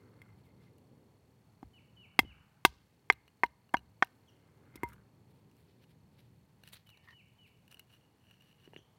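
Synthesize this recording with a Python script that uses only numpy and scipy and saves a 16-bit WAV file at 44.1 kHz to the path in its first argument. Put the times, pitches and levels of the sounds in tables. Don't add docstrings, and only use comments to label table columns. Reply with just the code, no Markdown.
import sys
import numpy as np
from scipy import signal
from scipy.fft import rfft, irfft
from scipy.io import wavfile
from scipy.ndimage import uniform_filter1d

SR = 44100
rng = np.random.default_rng(int(sys.argv[2]) if len(sys.argv) > 2 else 0)


def wav_record(signal):
    frames = np.transpose(np.atleast_2d(signal))
    bounded = np.clip(frames, -1, 1)
    quanta = np.round(bounded * 32767).astype(np.int16)
    wavfile.write(sys.argv[1], SR, quanta)


N = 396138
T = np.arange(N) / SR

# (frequency [Hz], relative density [dB per Hz])
TRAFFIC_SPECTRUM = [(15, -73.5), (25, -35.5), (78, -7), (114, -0.5), (344, -13.5), (439, -13.5), (677, -23),
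                    (863, -20), (1440, -32), (2110, -31), (3430, -36.5), (4250, -39), (4740, -41),
                    (14400, -44.5), (16000, -53)]
# (time [s], bass level [dB], low middle level [dB])
TRAFFIC_SWELL = [(0, -62, -67), (.5, -63, -68), (1.0, -67.5, -68), (1.45, -67, -73), (2.0, -65.5, -70.5),
                 (2.45, -67.5, -76), (2.9, -71, -76), (3.6, -70, -77.5), (4.15, -68.5, -72.5),
                 (4.6, -65, -69.5), (5.1, -63.5, -70), (5.6, -65.5, -71), (6.1, -63.5, -72.5),
                 (6.5, -65, -74.5), (7.0, -68, -78), (7.6, -68, -74.5), (8.3, -69.5, -75),
                 (8.98, -66.5, -74)]
HIGH_MIDDLE_DB, SWELL_SHARE = -79, .45
HISS_DB = -82

TREES_DELAY_S = .012

CRICKET_HZ, CRICKET_RATE_HZ = 4380, 37.2
CRICKET_DB = -90

# (time [s], length factor [1], level [dB])
BIRD_CALLS = [(1.734, 0.62, -67.5), (1.965, 0.97, -63.5), (2.247, 0.84, -65), (6.863, 0.92, -67.5),
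              (7.121, 0.97, -66), (7.384, 0.86, -67.5)]
# (time before the length factor [s], pitch [Hz], level over the call's [dB])
WHISTLE_COURSE = [(0, 3118, -7), (.012, 2977, 1), (.055, 2920, -2.5), (.075, 2733, 1), (.098, 2200, -1.5),
                  (.105, 2186, -25.5)]
# (time [s], start pitch [Hz], end pitch [Hz], length [s], level [dB])
BIRD_CHIRPS = [(4.273, 3550, 2700, .032, -69), (8.767, 3750, 2850, .032, -66)]

RUSTLE_DB, BODY_DB = -88, 1.5
# (time [s], peak level [dB], 20 dB rise [s], 20 dB fall [s], coarse over fine fibres [dB])
RIPS = [(.388, -80, .02, .03, 3), (.458, -78, 0.036, 0.037, 3), (.64, -83, .1, .1, 7),
        (4.896, -69, .06, .04, -1.5), (4.93, -72, .01, .04, -2.5), (5.316, -80, .06, .015, 2.5),
        (5.35, -83, .02, .15, 3), (5.6, -78, .12, .12, 1.5), (5.7, -86, .1, .15, 9),
        (5.836, -78, .06, .025, 7), (5.912, -76, .04, .03, 4.5), (6.196, -71, .03, .03, 5.5),
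        (6.2, -84, .15, .2, 7), (6.68, -69, .07, .05, 5.5), (6.733, -52.5, .011, .028, -.5),
        (6.76, -70, .03, .06, 8), (6.868, -76, 0.016, .1, 3), (7.05, -80, .03, .04, 9),
        (7.112, -81, .08, .04, 11), (7.478, -76, .025, .03, 4), (7.722, -69, .03, .04, 2.5),
        (7.794, -67.5, .006, .02, 6), (7.932, -76, .07, .09, 3), (8.26, -83, .1, .4, 1.5),
        (8.48, -81, .3, 0.17, 4), (8.64, -80, .15, .2, 4.5)]

ROUNDNESS = 1.1
# (time [s], peak level [dB], 20 dB rise [s], 20 dB fall [s])
STICK_STROKES = [(0.01, -78, .05, .08), (0.224, -71.5, 0.15, -0.1), (0.316, -75, 0.3, 0.1),
                 (0.464, -76, 0, 0.1), (0.62, -74.5, .05, .04), (0.68, -75, .05, .03), (4.5, -86, .5, .5),
                 (4.764, -59.5, .05, .045), (4.74, -76, .12, .2), (4.91, -70.5, 0.38, 0.06)]
# (time [s], peak level [dB], 20 dB rise [s], 20 dB fall [s])
SCUFF_STROKES = [(0.1, -75, .5, 0.44), (0.23, -73, .1, .25), (0.62, -81, .15, 0.16), (2.35, -74, .6, .6),
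                 (4.47, -80, .4, .5), (4.76, -69, .25, .3), (4.93, -66, .35, .15)]
# (time [s], peak level [dB], 20 dB rise [s], 20 dB fall [s])
HALVES_STROKES = [(7.714, -60.5, 0.0075, 0.029), (7.78, -70.5, .07, 0.081), (7.905, -70, .02, .1),
                  (7.95, -68, .08, .04), (8.012, -70, .006, .015), (8.05, -78, .06, .08),
                  (8.318, -69.5, .17, .12), (8.412, -64.5, .02, .03), (8.502, -71, .15, .1),
                  (8.6, -71, .03, .03), (8.655, -67, .05, .04), (8.74, -64, .01, .03),
                  (8.77, -64, .01, .05)]
# (time [s], peak level [dB], 20 dB rise [s], 20 dB fall [s])
CREAK_STROKES = [(7.088, -59.5, .05, .03), (7.13, -64.5, 0.14, 0.017)]
TOP_MODE_DB = -15

# (frequency [Hz], t60 [s], share [dB])
HALVES_MODES = [(1800, 0.006, -4), (2880, 0.019, 0.5), (4039, 0.0042, 0.5), (5900, .009, -10)]
# (time [s], low mode [Hz], low peak [dB], middle peak [dB], edge peak [dB])
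WOOD_KNOCKS = [(2.232, 296, -44, -47, -56), (2.249, 298, -44, -64.5, -58), (2.724, 403, -57, -70, -62),
               (3.122, 300, -47, -60, -64), (3.452, 260, -45.5, -63, -71), (4.839, 119.5, -34.5, -70, -75),
               (8.676, 375, -45, -70, -53), (8.7344, 384, -49, -45, -48), (8.763, 368, -41, -75, -37.5),
               (8.789, 380, -53, -74, -64)]
# (time [s], click peak [dB], ring over the click [dB], lean of the ring from second mode to third [dB])
FIBRE_SNAPS = [(0.7831, -55.5, -19, -6), (3.1246, -34.5, -7.5, 8), (3.1324, -44, -7, 4),
               (3.2789, -55, -2.5, -6), (3.4464, -50.5, -3, .5), (3.459, -52, -4, -9),
               (3.4635, -52, -0.5, 8), (3.692, -63, -1.5, -4), (3.769, -45.5, 5.5, -7),
               (3.7818, -55.5, -2.5, -2.5), (3.7914, -60, 0, 3), (4.046, -42.5, -10, -5),
               (4.0719, -58, -5, -9), (4.6554, -64, -7, -1.5), (4.8884, -49, -16, -4),
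               (4.9329, -48.5, -18, -3), (5.5139, -61.5, -9, -5), (5.5675, -60, -17, -8),
               (5.8395, -63, -2, -8), (6.6365, -47.5, -4, 6), (6.6752, -41.5, -7.5, .5),
               (6.688, -46, -16, -8), (6.722, -56, -9, 6), (6.733, -45, -7, 27.5), (6.7428, -47, -9, 14),
               (6.7554, -54, 1, 9), (6.769, -53.5, -3.5, 14), (6.871, -53, -9.5, 2.5),
               (6.8915, -50.5, -3.5, 7), (6.9022, -49, -10, 0), (6.9731, -57.5, -1.5, 6),
               (7.0864, -58, -1, 8), (7.1081, -60.5, 1, 3), (7.679, -54.5, -5.5, -5),
               (7.7144, -45.5, -14, -3), (7.7253, -49, -9, -10), (7.744, -47, -10, -16),
               (7.7707, -57, -4, -1.5), (7.7948, -42.5, -14, -16), (8.3105, -55, -2.5, -11),
               (8.422, -60, -8, -3), (8.5274, -64, -4, -11)]

# (frequency [Hz], t60 at freedom 1 [s], share [dB])
STICK_MODES = [(949, 0.057, 0), (2093, 0.031, 0), (3280, 0.02, -9), (4930, 0.017, -18.5)]
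# (frequency [Hz], t60 [s], share [dB])
LOG_MODES = [(780, 0.021, .5), (1200, .012, 1), (1540, 0.016, -2.5), (1874, .012, -1.5)]
# (time [s], contact [ms], freedom of the stick to ring [0-3], stick level [dB],
#  its lowest mode over that [dB], its upper two modes over that [dB], log level [dB], log tilt [dB per octave],
#  hollow note of the wood on its seat [Hz], its peak [dB], crack peak [dB], fine crack over that [dB],
#  clack of the blade over the crack [dB], ground thud peak [dB])
STICK_BLOWS = [ (0.2172, 0.41, 0.93, -45.5, -33, -1.5, -73, 3, 400, -70, -64, 5.5, 1.5, -75),
               (1.6286, 0.49, 1.2, -62.5, -7, 14, -45, -12, 275, -36.5, -64, -15, 3, -50),
               (2.1908, 3.4, 0.82, -9.5, -21, 5, -17.5, -1.5, 275, -16, -25.5, 3.5, 12, -42),
               (2.6499, 6, 0.85, -16, -3, 12, -12.5, -.7, 360, -15, -13, -3, -7, -47),
               (3.1004, 2.92, 0.78, -7, -20, -4.5, -16, -.7, 420, -24, -33.5, -8, .5, -55.5),
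               (3.4346, 4.3, 0.84, -17, 1, -13, -20, 3.5, 420, -28, -34.5, -9, .5, -58.5),
               (3.7390, 1.84, 0.89, -48, 6, 12, -37, -3, 300, -38, -45.5, 6, -3, -64.5),
               (3.7423, 4.7, 0.73, -26.5, 9, -.5, -19.5, 1.5, 320, -24, -40, -30, -13, -53),
               (4.024, 5.4, 0.95, -32, 17, 7, -16.5, 8, 440, -26, -26.5, -40, -6, -68.5),
               (4.7561, 4.8, 1.3, -56, -3, 3, -62, 1.5, 320, -42, -46.5, 1.5, -6, -59),
               (4.833, 1.11, 2.05, -32, 2.5, -20, -37, 1.5, 365, -25, -53, 16, 5, -50)]
HOLLOW_T60_S = .022

TOP_HZ = 16300


def undb(db):
    return 10 ** (np.asarray(db) / 20)


def band(x, lo_hz, hi_hz, order=2):
    return signal.sosfilt(signal.butter(order, [lo_hz, hi_hz], "band", fs=SR, output="sos"), x)


def unit(x):
    return x / np.sqrt(np.mean(x ** 2))


def peak(x, db):
    return x * undb(db) / np.abs(x).max()


def ring(push, hz, t60):
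    pole = np.exp(2j * np.pi * hz / SR - np.log(1000) / (t60 * SR))
    return signal.lfilter([1], [1, -pole], push).imag


def add(out, s, sound):
    i = int(s * SR)
    out[i:i + len(sound)] += sound[:N - i]


def walk(rate):
    k = int(SR / rate)
    held = np.repeat(rng.standard_normal(N // k + 1), k)
    slewed = uniform_filter1d(uniform_filter1d(held, k), k)
    return unit(slewed[:N])


def grit(rate, spread_db):
    hits = rng.random(N) < rate / SR
    sizes = undb(spread_db * np.minimum(rng.exponential(size=N), 3.5))
    return unit(hits * rng.standard_normal(N) * sizes)


def strokes(rows):
    out = np.zeros(N)
    for s, db, rise, fall in rows:
        span = slice(max(int((s - 2 * rise) * SR), 0), int((s + 2 * fall) * SR))
        t = T[span]
        away = np.where(t < s, (s - t) / rise, (t - s) / fall)
        out[span] = np.maximum(out[span], undb(db - 20 * away ** ROUNDNESS))
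    return out


def distance():
    hz, db = np.transpose(TRAFFIC_SPECTRUM)
    f = np.arange(N // 2 + 1) * SR / N + 1
    noise = rfft(rng.standard_normal(N)) * undb(np.interp(np.log(f), np.log(hz), db))

    def part(lo_hz, hi_hz):
        return unit(irfft(noise * (f >= lo_hz) * (f < hi_hz), N))

    edges = (0, 220, 600, 1500)
    ts, *dbs = np.transpose(TRAFFIC_SWELL)
    bass_db, low_db = (np.interp(T, ts, db) for db in dbs)
    high_db = HIGH_MIDDLE_DB + SWELL_SHARE * (low_db - low_db.mean())
    swells = np.zeros(N)
    for k, db in enumerate((bass_db, low_db, high_db)):
        swells += undb(db + 1.1 * walk(7)) * part(edges[k], edges[k + 1])
    return swells + undb(HISS_DB) * part(edges[-1], SR)


def trees(x, t60, early):
    t = T[:SR]
    late = unit(band(rng.standard_normal(SR), 580, 3100, order=1)) * np.exp(-np.log(1000) * t / t60)
    late *= np.clip(t / TREES_DELAY_S, 0, 1) ** 2
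    flurry = unit(band(rng.standard_normal(SR), 800, 8100, order=1)) * np.exp(-t / 0.013)
    echo = late + early * flurry
    return signal.fftconvolve(x, echo / np.sqrt(SR))[:N]


def cricket():
    rate_hz = CRICKET_RATE_HZ * (1 + 0.0073 * walk(2))
    pulse = np.maximum(np.sin(2 * np.pi * np.cumsum(rate_hz) / SR) + .5, 0)
    rasp = unit(band(rng.standard_normal(N), CRICKET_HZ - 300, CRICKET_HZ + 150))
    tone = np.sin(2 * np.pi * CRICKET_HZ * T) + 0.42 * rasp
    return unit(pulse * tone) * undb(CRICKET_DB + 1.2 * walk(2.5))


def birds():
    out = np.zeros(N)
    ts, hz, dbs = np.transpose(WHISTLE_COURSE)
    for s, stretch, db in BIRD_CALLS:
        t = T[:int(ts[-1] * stretch * SR)] / stretch
        phase = 2 * np.pi * np.cumsum(np.interp(t, ts, hz)) / SR
        add(out, s, undb(db + np.interp(t, ts, dbs)) * np.sqrt(2) * np.sin(phase))
    for s, from_hz, to_hz, length, db in BIRD_CHIRPS:
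        u = T[:int(length * SR)] / length
        glide_hz = to_hz + (from_hz - to_hz) * (1 - u) ** 1.5
        phase = 2 * np.pi * np.cumsum(glide_hz) / SR
        voice = np.sin(phase) + 0.7 * u * np.sin(2 * phase)
        add(out, s, undb(db) * np.sqrt(2) * np.sin(np.pi * u) * voice)
    return out


def rustle():
    crackle = unit(band(grit(2800, 2.8), 4500, 19000))
    body = unit(band(grit(2000, 1.8), 970, 2800, order=1))
    fibres = grit(5000, 2.0)
    fine = unit(band(fibres, 4240, 15100))
    coarse = unit(band(fibres, 1630, 4970))
    fine_rows = [row[:4] for row in RIPS]
    coarse_rows = [(s, db + coarse_db, rise, fall) for s, db, rise, fall, coarse_db in RIPS]
    rip = strokes(fine_rows) * fine + strokes(coarse_rows) * coarse
    return undb(RUSTLE_DB + 1.2 * walk(3)) * (crackle + undb(BODY_DB) * body) + rip


def rubbing():
    sand = grit(1100, 1.9)
    drag = unit(ring(sand, *STICK_MODES[1][:2]))
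    scuff = unit(band(sand, 1050, 1700))
    rub = undb(-11) * unit(band(sand, 1800, 9200, order=1))
    for mode, db in zip(HALVES_MODES, (-10, .5, -14)):
        rub += undb(db) * unit(ring(sand, *mode[:2]))
    top = unit(band(ring(sand, *HALVES_MODES[3][:2]), 5200, 6100))
    creak = unit(band(ring(sand, 1818, 0.022), 1800, 2220))
    creak += undb(-9) * unit(band(sand, 940, 1270))
    halves = strokes(HALVES_STROKES) * (rub + undb(TOP_MODE_DB) * top)
    stick = strokes(STICK_STROKES) * drag + strokes(SCUFF_STROKES) * scuff
    return stick + halves + strokes(CREAK_STROKES) * creak


def knocks():
    out, t = np.zeros(N), T[:SR // 10]
    for s, hz, low_db, middle_db, edge_db in WOOD_KNOCKS:
        push = np.exp(-t / 0.00054) * (1 + .5 * rng.standard_normal(len(t)))
        low = peak(ring(push, hz, 0.019), low_db)
        middle = peak(ring(push, 910, 0.012), middle_db)
        edge = ring(push, *HALVES_MODES[1][:2]) - ring(push, *HALVES_MODES[0][:2])
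        add(out, s, low - middle + peak(edge, edge_db))
    return band(out, 80, 15000)


def snaps():
    out, t = np.zeros(N), T[:SR // 16]
    for s, db, ring_db, lean_db in FIBRE_SNAPS:
        click = (np.exp(-t / .001) + .1 * np.exp(-t / .006)) * rng.standard_normal(len(t))
        sound = peak(band(click, 1600, 16000), 0)
        for (hz, t60, share_db), lean in zip(HALVES_MODES, (0, -0.59, .5, 0)):
            sound += peak(ring(click, hz, t60), ring_db + share_db + lean_db * lean)
        add(out, s, undb(db) * sound)
    return out


def blows():
    out, t = np.zeros(N), T[:SR // 3]
    for (s, contact_ms, freedom, stick_db, lowest_db, upper_db, log_db, tilt, hollow_hz, hollow_db,
         crack_db, fine_db, clack_db, thud_db) in STICK_BLOWS:
        contact = t * 1000 / contact_ms
        touch = np.sin(np.pi * np.clip(contact, 0, 1) ** .55) ** 1.5
        push = np.exp(-((t - .0003) / .00012) ** 2) + .45 * touch * rng.standard_normal(len(t))

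        wood = np.zeros(len(t))
        over_db = (lowest_db, 0, upper_db, upper_db)
        for k, (hz, t60, db) in enumerate(STICK_MODES):
            wood += (-1) ** k * peak(ring(push, hz, t60 * freedom), stick_db + db + over_db[k])
        for k, (hz, t60, db) in enumerate(LOG_MODES):
            tilt_db = tilt * np.log2(hz / STICK_MODES[0][0])
            wood += (-1) ** k * peak(ring(push, hz, t60), log_db + db + tilt_db)
        wood += peak(ring(push, hollow_hz, HOLLOW_T60_S), hollow_db)

        tear = np.minimum(contact * 3.4, 1) * (np.exp(-t / 0.0033) + 0.025 * np.exp(-t / 0.015))
        splinters = undb(3.0 * np.repeat(rng.standard_normal(len(t) // 100), 100))
        patter = tear + (0.013 * np.exp(-t / 0.012) + 0.0029 * np.exp(-t / .09)) * splinters
        wood += peak(band(patter * rng.standard_normal(len(t)), 2600, 5600), crack_db)
        wood += peak(band(tear * rng.standard_normal(len(t)), 7500, 15500), crack_db + fine_db)
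        wood += peak(ring(push, 2720, .008), crack_db + clack_db)
        wood = band(wood, 140, 17000)

        late = np.maximum(t - .012, 0)
        shake = (1 - np.exp(-late / .008)) * (np.exp(-late / .02) + .3 * np.exp(-late / .08))
        ground = np.sin(2 * np.pi * 66 * late) + 0.55 * unit(band(rng.standard_normal(len(t)), 40, 120))
        add(out, s, wood + peak(shake * ground, thud_db))
    return out


def scene():
    hits, song = blows(), birds()
    echoes = undb(-34.5) * trees(hits, t60=0.53, early=10.0)
    echoes += undb(6) * trees(song, t60=.7, early=0)
    background = distance() + cricket() + song + echoes
    handling = rustle() + rubbing() + knocks() + snaps()
    return (background + handling + hits)[None]


def record(dry):
    return signal.sosfilt(signal.ellip(10, .2, 80, TOP_HZ, fs=SR, output="sos"), dry)


dry = scene()
out = record(dry)
wav_record(out)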